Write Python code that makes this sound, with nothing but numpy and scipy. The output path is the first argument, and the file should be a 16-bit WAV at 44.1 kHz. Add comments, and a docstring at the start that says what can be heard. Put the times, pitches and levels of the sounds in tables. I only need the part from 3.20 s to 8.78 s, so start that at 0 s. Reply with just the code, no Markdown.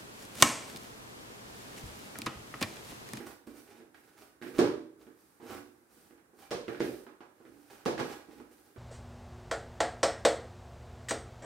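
"""Soft scuffs and pats, a few hard knocks and a faint steady hush: dough is kneaded in a plastic bowl.
The rubbing is noise and tiny random slips, swelling with each stroke of the hand.
Pats and knocks add a dying thud, short noise bursts and the ringing of bowl and table.
Hard pushes tip the bowl, which knocks back on the table.
Fading stereo noise gives the reflections of the small tiled kitchen."""
import sys
import numpy as np
from scipy import signal
from scipy.fft import rfft, irfft, next_fast_len
from scipy.io import wavfile
from scipy.ndimage import map_coordinates

SR = 44100
rng = np.random.default_rng(int(sys.argv[2]) if len(sys.argv) > 2 else 0)


def to_wav(sig):
    """Store sig (one row per channel, or 1-D mono) as 16-bit WAV at the path in sys.argv[1].

    Samples outside -1..1 are clipped; the rate is SR.
    """
    pcm = np.clip(np.atleast_2d(sig), -1, 1) * 32767
    pcm = np.round(pcm).astype(np.int16)
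    wavfile.write(sys.argv[1], SR, pcm.T)  # frames by channels


N = 246049
TAIL = SR * 3 // 4  # samples kept of each blow, ringing and reflection: 0.75 s

# colour of the sharp crack of hard plastic: (frequency [Hz], level per Hz [dB])
CRACK_COLOUR = [(1000, 2), (2500, -2), (4000, -2), (5500, -3.5), (7500, -10.5), (9400, -10.5), (10200, -16),
                (16000, -22.5)]


def amp(db):
    """Turn decibels into a gain."""
    return 10 ** (np.asarray(db) / 20)


def unit(x):
    """Scale a sound to an rms (average strength) of 1."""
    return x / np.sqrt(np.mean(x ** 2) + 1e-20)


def along(points, hz):
    """Read a curve of (frequency, value) points, with straight lines on a log frequency axis."""
    point_hz, value = np.transpose(points)
    return np.interp(np.log(hz + 1), np.log(point_hz + 1), value)


def filtered(x, response):
    """Multiply the spectrum of x by a response that depends on frequency."""
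    n = x.shape[-1]
    padded = next_fast_len(n + 8192)
    hz = np.fft.rfftfreq(padded, 1 / SR)
    return irfft(rfft(x, padded) * response(hz), padded)[..., :n]


def convolved(x, kernel):
    """Let every sample of x set off a copy of the kernel; keep the length of x."""
    x = np.atleast_2d(x)
    return signal.fftconvolve(x, np.atleast_2d(kernel), axes=1)[:, :x.shape[-1]]


def coloured(x, spectrum, size=4096):
    """Give x a spectrum with a unit-energy filter that answers at once and never beforehand."""
    # folding the cepstrum (the spectrum of the log spectrum) makes the filter minimum phase
    cepstrum = irfft(np.log(amp(along(spectrum, np.fft.rfftfreq(size, 1 / SR)))))
    cepstrum[1:size // 2] *= 2
    cepstrum[size // 2 + 1:] = 0
    kernel = irfft(np.exp(rfft(cepstrum)))
    return convolved(x, kernel / np.linalg.norm(kernel))


def wobble(rate):
    """Draw a smooth random curve with `rate` random points a second."""
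    points = rng.standard_normal(int(N * rate / SR) + 4)
    return map_coordinates(points, [np.arange(N) * rate / SR])


def pan(left_minus_right_db):
    """Give the left and right gains for a level difference shared evenly between them."""
    return amp(left_minus_right_db * np.array([[.5], [-.5]]))


def add(out, s, sound):
    """Mix a sound into out, starting at s seconds."""
    start = max(round(s * SR), 0)
    out[:, start:start + sound.shape[1]] += sound[:, :N - start]


def diffuse(n):
    """Noise from all sides: much alike left and right in the bass, hardly related in the treble."""
    # left-right likeness of sound from all around: (frequency [Hz], correlation [-1 to 1])
    likeness = [(100, 0.76), (280, 0.75), (500, 0.5), (1000, -0.022), (3000, -0.16), (12000, -0.24)]

    def mid_and_side(hz):
        turn = np.arccos(np.clip(along(likeness, hz), -1, 1)) / 2
        return np.array([np.cos(turn), np.sin(turn)])

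    mid, side = filtered(rng.standard_normal((2, n)), mid_and_side)
    return np.array([mid + side, mid - side])


def room_tone():
    """The still kitchen is a faint steady hush of noise from all sides."""
    # colour of the still room: (frequency [Hz], level per Hz [dB])
    hush_colour = [(25, -29), (60, -6.5), (180, -6), (330, 1), (620, -9), (1600, -9.5), (3200, -25),
                   (6000, -23), (9300, -19), (15500, -24.5)]
    hush = filtered(diffuse(N), lambda hz: amp(along(hush_colour, hz)))
    return amp(-67.5) * unit(hush)


def reflections(gap):
    """Tiled walls return a dense fading tail, of unit energy, that builds up over `gap` seconds."""
    # how long the kitchen rings: (frequency [Hz], time to fade by 60 dB [s])
    fade_times = [(100, 0.46), (300, 0.54), (1500, 0.45), (4000, 0.47), (8000, 0.42), (15000, 0.45)]
    hz, t, bands = signal.stft(diffuse(TAIL), SR, nperseg=256)
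    fade = amp(-60 * t / along(fade_times, hz)[:, None])
    tail = signal.istft(bands * fade, SR, nperseg=256)[1][:, :TAIL]
    tail = tail * (1 - np.exp(-np.arange(tail.shape[1]) / SR / gap))
    return tail / np.linalg.norm(tail[0])


def kitchen(x, wet_db):
    """The room adds reflections to the direct sound; the joint response is scaled to unit energy."""
    answer = amp(wet_db) * reflections(gap=0.00097)
    answer[:, 0] += 1  # the direct sound
    return convolved(x, answer / np.linalg.norm(answer[0]))


def ring(t, pitch_hz, reach_db):
    """Bowl and table ring in many modes, weaker the more octaves they lie from the given pitch."""
    # bowl and table ringing together: (frequency [Hz], level [dB], time to fade by 60 dB [s]);
    # each ringing shifts the frequencies and levels a little
    bowl_modes = [(126, -24, 0.34), (243.4, -3.5, 0.48), (252, -1.5, 0.46), (295.8, -4, 0.54),
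                  (317.8, -13, 0.95), (343.9, -2, 0.36), (364, -5.5, 0.54), (395.4, -17.5, 0.73),
                  (446.4, -1.5, 0.34), (472.4, -7, 0.45), (587, -10.5, 0.73), (712, -3, 0.33),
                  (826, -2, 0.27), (1158, -7.5, 0.1), (1500, -12.5, .3), (1620, -10, 0.48),
                  (1672, -7.5, 0.42), (1910, -13, 0.26), (2315, -14, 0.53)]
    load_detune = 0.01185  # the dough lies differently each time: typical share of shift per mode
    hz, db, t60 = np.transpose(bowl_modes)[:, :, None]
    hz = hz * (1 + load_detune * rng.standard_normal(hz.shape))
    octaves = np.log2(hz / pitch_hz)
    level = db - reach_db * octaves ** 2 + 0.82 * rng.standard_normal(hz.shape)
    modes = amp(level - 60 * t / t60) * np.sin(2 * np.pi * hz * t)
    return modes.sum(axis=0) * (1 - np.exp(-t / 0.0032))


def pressure():
    """Each stroke presses harder, then eases off; gives the drag, scuff and skin levels in dB."""
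    # the hand pushing, folding and pulling the dough, levels before each layer's own gain:
    # (start [s], rise [s], fall [s], scuff [dB], drag over scuff [dB], skin hiss over scuff [dB])
    hand_strokes = [(-0.02, 0.015, 0.08, -47.5, 8, -11), (0.054, 0.017, 0.094, -46, 3, -10.5),
                    (0.267, 0.0033, 0.067, -57, 11, -7), (0.32, 0.047, 0.12, -58, 7, -4),
                    (0.409, 0.064, 0.21, -59, 7, -11.5), (0.737, 0.0065, 0.46, -62, 2, -9),
                    (0.964, 0.028, 0.11, -52.5, -3.5, -10.5), (1.211, 0.017, 0.16, -55.5, 11, -4.5),
                    (1.338, 0.05, 0.032, -39.5, 10, -20), (1.775, .04, 0.12, -63, 9.5, -9.5),
                    (1.88, 0.12, .95, -73.5, -2.5, 0.5), (2.198, .14, 0.084, -44.5, 5, -16.5),
                    (2.689, 0.039, 0.29, -66.5, 9, -1), (3.13, 0.067, 0.043, -67.5, 16.5, -1),
                    (3.175, 0.019, 0.11, -51, -12, -12.5), (3.478, 0.0084, 0.2, -56.5, 2, -10),
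                    (3.59, 0.044, 0.24, -52.5, 7, -5.5), (4.1, 0.24, 0.095, -66.5, 12, -8),
                    (4.32, 0.11, 0.19, -66.5, -9, -4.5), (4.498, 0.0089, 0.16, -51, 0.5, -13),
                    (4.78, .12, 0.14, -51, -15, -11.5), (5.04, 0.094, 0.23, -59.5, 11, -12),
                    (5.29, 0.036, 0.43, -66.5, 4, -3)]
    curve = 0.89  # under 1 the pressure comes early and stays; over 1 it peaks briefly
    t = np.arange(N) / SR
    power = np.zeros((3, N))
    for s, rise, fall, scuff_db, drag_db, skin_db in hand_strokes:
        swell = np.interp(t, [s, s + rise, s + rise + fall], [0, 1, 0]) ** curve
        peak = amp(scuff_db + np.array([drag_db, 0, skin_db]))
        power += np.outer(peak, swell) ** 2
    return 10 * np.log10(power + 1e-20)


def slips(rate, spread_db, smooth):
    """Sliding dough sticks and lets go: about `rate` uneven clicks a second over smooth noise."""
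    size = np.sign(rng.standard_normal(N)) * amp(2 * spread_db * rng.random(N))
    clicks = unit((rng.random(N) < rate / SR) * size)
    return unit(clicks + smooth * rng.standard_normal(N))


def through_bowl(x, pitch_hz, reach_db, ring_db):
    """Friction keeps the bowl's modes near one pitch humming along with it."""
    modes = ring(np.arange(TAIL) / SR, pitch_hz, reach_db)
    return x + amp(ring_db) * convolved(x, modes / np.linalg.norm(modes))


def rubbing():
    """Dragged dough shudders the bowl, scuffs its wall and hisses under the palm."""
    # colours of the four kinds of rubbing: (frequency [Hz], level per Hz [dB])
    drag_colour = [(25, -48), (55, -6), (85, -22), (115, -3), (150, -16), (210, -11), (290, 3.5), (360, -1),
                   (480, -2), (650, -19.5), (1500, -38)]
    scuff_colour = [(250, -9.5), (550, -5), (820, 2.5), (1060, -8), (1300, -2), (1680, -4.5), (2050, -5.5),
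                    (2500, -6), (3200, -10), (5000, -12), (8000, -17.5), (16000, -51)]
    squeeze_colour = [(400, -8), (700, -5), (1150, -3.5), (1500, -6.5), (3000, -22.5)]
    skin_colour = [(1000, 0), (3000, -6), (5000, -1), (7500, -3.5), (9300, 2), (10300, -2), (13000, 0.5),
                   (16000, -4.5)]
    drag_db, scuff_db, skin_db = pressure()
    grip = wobble(45)  # the dough catches and lets go

    drag = coloured(slips(rate=180, spread_db=8.5, smooth=0.49), drag_colour)
    drag = amp(drag_db - 8.0 + 2 * grip) * drag
    drag = through_bowl(drag, pitch_hz=313, reach_db=14, ring_db=-24.5)

    scuff = coloured(slips(rate=320, spread_db=3.0, smooth=1.0), scuff_colour)
    scuff = amp(scuff_db - 5.5 + 3.5 * grip) * scuff
    scuff = through_bowl(scuff, pitch_hz=1700, reach_db=9.5, ring_db=-22)

    # squeezing grows faster than the scuff, so it matters mostly in firm strokes
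    squeeze = coloured(slips(rate=230, spread_db=17.5, smooth=0.96), squeeze_colour)
    squeeze = amp(1.545 * scuff_db + 19 + 2 * grip) * squeeze

    skin = coloured(slips(rate=2000, spread_db=-0.5, smooth=0.88), skin_colour)
    skin = amp(skin_db + 3.5 + 1.1 * grip) * skin
    return kitchen(drag + scuff + squeeze, wet_db=0.5) + kitchen(skin, wet_db=4)


def smack(t, t60, wet_db, snap_db, rise=0.00077):
    """Contact is one snap and a short noisy chatter that melts into the room, of unit energy."""
    snap = amp(snap_db) * (t == 0)
    chatter = rng.standard_normal(len(t)) * amp(-60 * t / t60) * (1 - np.exp(-t / rise))
    pair = snap + chatter / np.linalg.norm(chatter) + amp(wet_db) * reflections(gap=0.0014)
    return pair / np.linalg.norm(pair[0])


def blow(thump_db, weight_db, clack_db, crack_db, thud_hz, clack_hz):
    """One blow is a soft thud, the weight behind it, and the clack and crack of hard plastic."""
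    # colour of the dull push: (frequency [Hz], level per Hz [dB])
    push_colour = [(25, -64), (50, -31.5), (78, -12), (100, -13.5), (125, 1), (160, -7.5), (205, -4),
                   (260, -1.5), (340, 0), (480, 3), (650, -9.5), (1000, -20), (2500, -48.5)]
    # colour of the plastic wall's clack: (multiple of its pitch [ratio], level per Hz [dB])
    clack_shape = [(.2, -32.5), (.45, -3.5), (.65, -7.5), (1, -0.5), (1.3, -3.5), (1.8, -10.5), (3, -18.5),
                   (8, -45.5)]
    t = np.arange(TAIL) / SR

    # the dough soon damps the bowl's floor; bowl and table ring on
    flex = np.sin(2 * np.pi * thud_hz * t) * amp(-60 * t / 0.04) * (1 - np.exp(-t / 0.00091))
    thump = amp(17.5) * kitchen(flex / np.linalg.norm(flex), wet_db=4.0)
    thump += amp(-12.5) * ring(t, thud_hz, reach_db=19.5)

    # the weight of arm and dough lands as one dull push
    weight = amp(17.0) * coloured(kitchen(1. 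* (t == 0), wet_db=17.5), push_colour)

    # the clack is higher where the wall is stiff, lower where dough loads it
    wall_colour = np.multiply(clack_shape, [clack_hz, 1])
    clack = amp(25.5) * coloured(smack(t, t60=0.0091, wet_db=7.5, snap_db=-14.0), wall_colour)
    clack += amp(-9.5) * ring(t, clack_hz, reach_db=4)

    crack = amp(28) * coloured(smack(t, t60=0.0093, wet_db=15.5, snap_db=0.0), CRACK_COLOUR)
    soft = amp(thump_db) * thump + amp(weight_db) * weight
    return soft + amp(clack_db) * clack + amp(crack_db) * crack


def pats():
    """Dough and fingers pat the bowl with one shared thud pitch; firmer clacks crack far more."""
    # pats on the bowl: (time [s], force [dB], clack over force [dB], clack pitch [Hz])
    soft_contacts = [(0.002, -34.5, -12, 1660), (0.274, -40, -14.5, 1100), (0.602, -45, -14, 1490),
                     (0.745, -66, 12.5, 1590), (1.215, -38, -11.5, 1600), (1.223, -37.5, -6, 1630),
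                     (1.267, -36, -12, 1620), (1.868, -44.5, -13.5, 1250), (2.2, -45.5, -9, 930),
                     (2.228, -39.5, -15.5, 910), (2.908, -47.5, -14, 1500), (2.977, -59.5, -2.5, 1530),
                     (3.133, -52.5, -12, 800), (3.547, -49, 3, 1520), (3.866, -44.5, -4, 1110),
                     (4.006, -45.5, -1.5, 970), (4.202, -47, -12.5, 950), (4.252, -45.5, -10.5, 1380),
                     (4.779, -31.5, -6.5, 1570), (5.086, -42, -19, 935), (5.2, -42.5, -10, 960),
                     (5.561, -42, -10, 1200)]
    thud_hz, weight_over_force_db = 338, -4  # every pat flexes the same spot of the bowl's floor
    firm_clack_db, firm_crack_db = -44, -56  # a firm pat's clack and the crack that goes with it
    crack_growth = 1.7  # dB of crack per dB of clack
    out = np.zeros((2, N))
    for s, force_db, wall_db, clack_hz in soft_contacts:
        clack_db = force_db + wall_db
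        crack_db = firm_crack_db + crack_growth * (clack_db - firm_clack_db)
        pat = blow(force_db, force_db + weight_over_force_db, clack_db, crack_db, thud_hz, clack_hz)
        add(out, s, pat)
    return out


def knocks():
    """Hard pushes tip the bowl; its edge grazes the table just before it falls back on it."""
    # the tipped bowl landing on the table: (time [s], force [dB], thump over force [dB],
    # clack over force [dB], crack over force [dB], thud pitch [Hz], clack pitch [Hz])
    landings = [(1.389, -13, 3.5, -14, -17.5, 360, 1150), (1.441, -29.5, 10, -4, -49, 398, 930),
                (3.312, -23, -0.5, -14, -12.5, 482, 1060), (3.481, -26.5, -1, -12, -27, 360, 1510),
                (3.604, -20, 3, -15.5, -20, 371, 1660), (4.659, -15, -12, -12.5, -19.5, 405, 800),
                (4.791, -23, -3.5, -11.5, -22, 330, 790), (4.798, -28.5, -19, -3.5, -10.5, 364, 1040)]
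    lead_s, graze_over_crack_db = .004, -10.5  # how early the graze comes, and its level
    out = np.zeros((2, N))
    t = np.arange(TAIL) / SR
    for s, force_db, thump_db, clack_db, crack_db, thud_hz, clack_hz in landings:
        landing = blow(force_db + thump_db, force_db, force_db + clack_db, force_db + crack_db,
                       thud_hz, clack_hz)
        add(out, s, landing)
        graze = amp(25.5) * coloured(smack(t, t60=0.013, wet_db=10, snap_db=9), CRACK_COLOUR)
        add(out, s - lead_s, amp(force_db + crack_db + graze_over_crack_db) * graze)
    return out


def scene():
    """The bowl is heard mostly a little to the right, the dough in it a little more so."""
    # sideways lean of the whole sound: (frequency [Hz], left minus right [dB])
    lean = [(50, -2), (125, -4.5), (250, -4.5), (1000, -3.5), (2000, -4.5), (4000, -2), (8000, -2.7),
            (12000, 1.5)]
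    # the dough's own left minus right in dB, on top of the lean
    dough = pats() * pan(-2) + rubbing() * pan(-1.55)
    together = knocks() + dough + room_tone()
    return filtered(together, lambda hz: amp(np.outer([.5, -.5], along(lean, hz))))


def record(dry):
    """The microphone loses the deepest bass, and the recorder keeps nothing above its band limit."""
    half_hz, top_hz = 34, 15800  # the bass is halved at half_hz
    return filtered(dry, lambda hz: hz ** 3 / (hz ** 3 + half_hz ** 3) * (hz < top_hz))


dry = scene()
out = record(dry)
to_wav(out)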